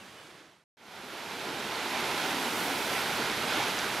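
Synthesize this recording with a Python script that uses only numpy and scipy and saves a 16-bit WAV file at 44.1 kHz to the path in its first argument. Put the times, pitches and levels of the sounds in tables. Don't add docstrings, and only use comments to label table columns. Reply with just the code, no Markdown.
import sys
import numpy as np
from scipy import signal
from scipy.fft import rfft, irfft
from scipy.io import wavfile

SR = 44100
rng = np.random.default_rng(int(sys.argv[2]) if len(sys.argv) > 2 else 0)


def wav_record(signal):
    frames = np.transpose(np.atleast_2d(signal))
    bounded = np.clip(frames, -1, 1)
    quanta = np.round(bounded * 32767).astype(np.int16)
    wavfile.write(sys.argv[1], SR, quanta)


N = 176400
TIME = np.arange(N) / SR
HZ = np.fft.rfftfreq(N, 1 / SR)

# t/s, duration/s, level/dB, starting f/Hz, f/Hz when loudest, final f/Hz
CHIRPS = [(0.0, 0.0457, -54, 2890, 2760, 2450), (.155, 0.128, -53.5, 2750, 3030, 2820)]
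# t/s, level/dB
RUMBLE_LEVEL = [(0, -63.5), (0.64, -60.5), (0.76, -51), (1.02, -46), (1.2, -52.5), (1.55, -50.5),
                (1.85, -54.5), (2.1, -49.5), (2.65, -54), (3.15, -47.5), (3.6, -48), (4.0, -52)]
BOIL_LEVEL = [(0, -57), (0.23, -56), (0.4, -50), (0.64, -57), (0.76, -40.5), (1.02, -38), (1.2, -40.5),
              (1.52, -37.5), (1.77, -41.5), (2.13, -39.5), (2.28, -41), (2.55, -41.5), (2.77, -40),
              (2.98, -41.5), (3.45, -41), (3.6, -40), (3.85, -43.5), (4.0, -42)]
RUSH_LEVEL = [(0, -50.5), (0.19, -48.5), (0.42, -46), (0.64, -50.5), (0.76, -35), (0.9, -31.5),
              (1.15, -32.5), (1.53, -32.5), (1.75, -33), (2.26, -32), (2.6, -33), (2.78, -33.2),
              (2.97, -32), (3.1, -32), (3.45, -32.5), (3.6, -31), (3.86, -33.5), (4.0, -33)]
SPRAY_LEVEL = [(0, -63.5), (0.25, -60.5), (0.64, -63), (0.76, -51), (0.92, -46.5), (1.75, -48.5),
               (2.2, -46.5), (2.53, -45), (2.63, -43.5), (2.72, -45.5), (2.95, -44), (3.3, -47),
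               (3.6, -45.5), (4.0, -46.5)]
# f/Hz, relative level/dB
FIRST_SPECTRUM = [(24, -54), (40, -21), (64, -22), (80, -15), (213, -4), (350, 0), (377, -1.5), (740, -6.5),
                  (1490, -6.5), (2710, -10.5), (2920, -11), (3390, -11), (9650, -25), (12400, -28.5),
                  (15500, -45)]
SECOND_SPECTRUM = [(18, -56), (30, -29.5), (97, -13.5), (249, -2), (307, -3.5), (389, -0.5), (532, -4.5),
                   (874, 0), (1170, -5), (1400, -0.75), (1720, -5), (2300, -4.5), (2830, -7), (3490, -7),
                   (8280, -20), (11900, -19.5), (12900, -21), (15500, -42)]
# f/Hz, level/dB
RIGHT_BIAS = [(60, 2), (130, 0.5), (270, -0.5), (450, 1.7), (740, 2), (1250, 3.5), (2100, 5), (3400, 4),
              (5500, 3.5), (8500, 0)]
# f/Hz, level/dB
SCATTER = [(60, -19), (150, -31), (330, -39), (700, -19.5), (1400, -17.5), (2800, -13.5), (5500, -10.5),
           (8000, -6.5)]
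# centre t/s, spread/s, level/dB, f/Hz, half-width/Hz
SURGES = [(0.037, 0.047, -56.5, 233, 45), (2.2, 0.63, -45.5, 977, 110), (2.517, 0.18, -44.5, 268, 55),
          (2.973, 0.024, -37, 2100, 1500), (3.569, 0.062, -35.5, 3070, 1700), (3.598, 0.035, -36, 850, 130)]
# centre t/s, spread/s, level/dB
SPURTS = [(2.28, .05, -59.5), (2.598, 0.087, -55), (2.88, .16, -57)]
# t/s, level/dB, centre f/Hz
SLAPS = [(2.296, -30, 3000), (3.018, -39, 12000), (3.172, -37.5, 14000), (3.789, -28.5, 5700)]

RUMBLE_TOP_HZ, BOIL_TOP_HZ, SPRAY_BOTTOM_HZ = 168.4, 522, 7300
SILENCE_START_S, SILENCE_END_S = .639, .770


def amp(db):
    return 10 ** (np.asarray(db) / 20)


def unit(x):
    return x / np.sqrt(np.mean(x ** 2) + 1e-20)


def response(points):
    hz, db = np.transpose(points)
    return amp(np.interp(np.log(HZ + 1), np.log(hz + 1), db))


def envelope(points):
    return amp(np.interp(TIME, *np.transpose(points)))


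def add(mix, start_s, sound):
    part = mix[max(round(start_s * SR), 0):][:len(sound)]
    part += sound[:len(part)]


def below(edge_hz, order=8):
    return 1 / (1 + (HZ / edge_hz) ** order)


def resonance(hz, half_width_hz):
    return 1 / (1 + ((HZ - hz) / half_width_hz) ** 2)


def swell(centre_s, spread_s):
    return np.exp(-.5 * ((TIME - centre_s) / spread_s) ** 2)


def wander(rate_hz):
    ratio = HZ / rate_hz
    return unit(irfft(rfft(rng.standard_normal(N)) * ratio / (1 + ratio ** 3), N))


def droplets(per_s, low_hz, high_hz, cycles, spread_db, pitches=24):
    out = np.zeros(N)
    for hz in np.geomspace(low_hz, min(high_hz, SR / 3), pitches):
        turns = np.arange(SR // 10) * hz / SR
        age = turns / cycles
        phase = 2 * np.pi * turns * (1 + 0.05 * np.minimum(age, 2))
        ring = np.sin(phase) * np.exp(-2 * age) * (1 - np.exp(-2 * turns))
        size = amp(spread_db * np.minimum(rng.exponential(1, N), 4)) * rng.choice([-1, 1], N)
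        onsets = rng.random(N) < per_s / pitches / SR
        out += signal.oaconvolve(size * onsets, unit(ring) * np.sqrt(hz))[:N]
    return unit(out)


def radiate(drive, band, mono_above_hz=8670):
    mid = rfft(drive)
    right_gain = response(RIGHT_BIAS)
    scattered = rfft(rng.standard_normal(N)) * response(SCATTER)
    side = mid * (1 - right_gain) / (1 + right_gain) + scattered
    side *= np.sqrt(below(mono_above_hz, order=30))
    pair = np.array([mid + side, mid - side]) * band
    first = irfft(pair * response(FIRST_SPECTRUM), N)
    second = irfft(pair * response(SECOND_SPECTRUM), N)
    return np.where(TIME < SILENCE_START_S, first / first.mean(0).std(), second / second.mean(0).std())


def bird(rise_share=.27):
    out = np.zeros(N)
    knots = [0, rise_share, 1]
    for start_s, duration_s, db, *pitch_hz in CHIRPS:
        progress = np.linspace(0, 1, int(duration_s * SR))
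        phase = 2 * np.pi * np.cumsum(np.interp(progress, knots, pitch_hz)) / SR
        add(out, start_s, amp(db) * np.interp(progress, knots, [0, 1, 0]) * np.sin(phase))
    return out


def forest(direct, echo_db=-2, decay_s=.04):
    t = TIME[:SR // 2]
    tail = rng.standard_normal((2, len(t))) * np.exp(-t / decay_s)
    tail /= np.linalg.norm(tail[0])
    return direct + amp(echo_db) * signal.oaconvolve(direct[None], tail, axes=1)[:, :N]


def rumble(heave_db=1):
    noise = radiate(rng.standard_normal(N), np.sqrt(below(RUMBLE_TOP_HZ)))
    return noise * envelope(RUMBLE_LEVEL) * amp(heave_db * wander(rate_hz=8.8))


def boil(heave_db=1.06):
    band = np.sqrt((1 - below(RUMBLE_TOP_HZ)) * below(BOIL_TOP_HZ))
    noise = radiate(rng.standard_normal(N), band)
    return noise * envelope(BOIL_LEVEL) * amp(heave_db * wander(rate_hz=11))


def rush(splash_db=-9, gust_db=0.26, sputter_db=0.22):
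    splashes = droplets(per_s=4000, low_hz=543, high_hz=7220, cycles=4.34, spread_db=2.5)
    drive = unit(rng.standard_normal(N) + amp(splash_db) * splashes)
    band = np.sqrt((1 - below(BOIL_TOP_HZ)) * below(SPRAY_BOTTOM_HZ))
    roar = radiate(drive, band) * envelope(RUSH_LEVEL)
    return roar * amp(gust_db * wander(rate_hz=4.7) + sputter_db * wander(rate_hz=73))


def spray(drops_db=-8, flutter_db=0.2):
    drops = droplets(per_s=4500, low_hz=6400, high_hz=14000, cycles=1.8, spread_db=4.0)
    drive = unit(rng.standard_normal(N) + amp(drops_db) * drops)
    hiss = radiate(drive, np.sqrt(1 - below(SPRAY_BOTTOM_HZ)))
    return hiss * envelope(SPRAY_LEVEL) * amp(flutter_db * wander(rate_hz=25))


def surges():
    return sum(radiate(rng.standard_normal(N), resonance(hz, half_width_hz))
               * amp(db) * swell(centre_s, spread_s)
               for centre_s, spread_s, db, hz, half_width_hz in SURGES)


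def jet(drops_db=-3):
    drops = droplets(per_s=2500, low_hz=11170, high_hz=14500, cycles=3, spread_db=3.0)
    drive = rng.standard_normal(N) + amp(drops_db) * drops
    fizz = unit(irfft(rfft(drive) * resonance(hz=14300, half_width_hz=2400) ** 2, N))
    return fizz * sum(amp(db) * swell(centre_s, spread_s) for centre_s, spread_s, db in SPURTS)


def slaps(rise_s=.0003, crack_decay_s=.0012, splash_decay_s=.025, splash_db=-17, spread_octaves=.3):
    out, t = np.zeros(N), TIME[:4096]
    octave = np.log2(np.fft.rfftfreq(len(t), 1 / SR) + 1)
    attack = 1 - np.exp(-t / rise_s)
    decay = np.exp(-t / crack_decay_s) + amp(splash_db) * np.exp(-t / splash_decay_s)
    for start_s, db, hz in SLAPS:
        band = np.exp(-.5 * ((octave - np.log2(hz)) / spread_octaves) ** 2)
        noise = unit(irfft(rfft(rng.standard_normal(len(t))) * band))
        add(out, start_s, amp(db) * noise * attack * decay)
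    return out


def scene():
    return forest(bird()) + rumble() + boil() + rush() + spray() + surges() + jet() + slaps()


def record(dry):
    fade_out = np.interp(TIME, [0, 0.7], [1, 0]) * (TIME < SILENCE_START_S)
    fade_in = np.interp(TIME, [0.71, 2.113], [0, 1]) * (TIME > SILENCE_END_S)
    low_pass = signal.firwin(511, cutoff=15700, window=("kaiser", 9), fs=SR)
    return signal.oaconvolve(dry * (fade_out + fade_in), low_pass[None], "same")


dry = scene()
out = record(dry)
wav_record(out)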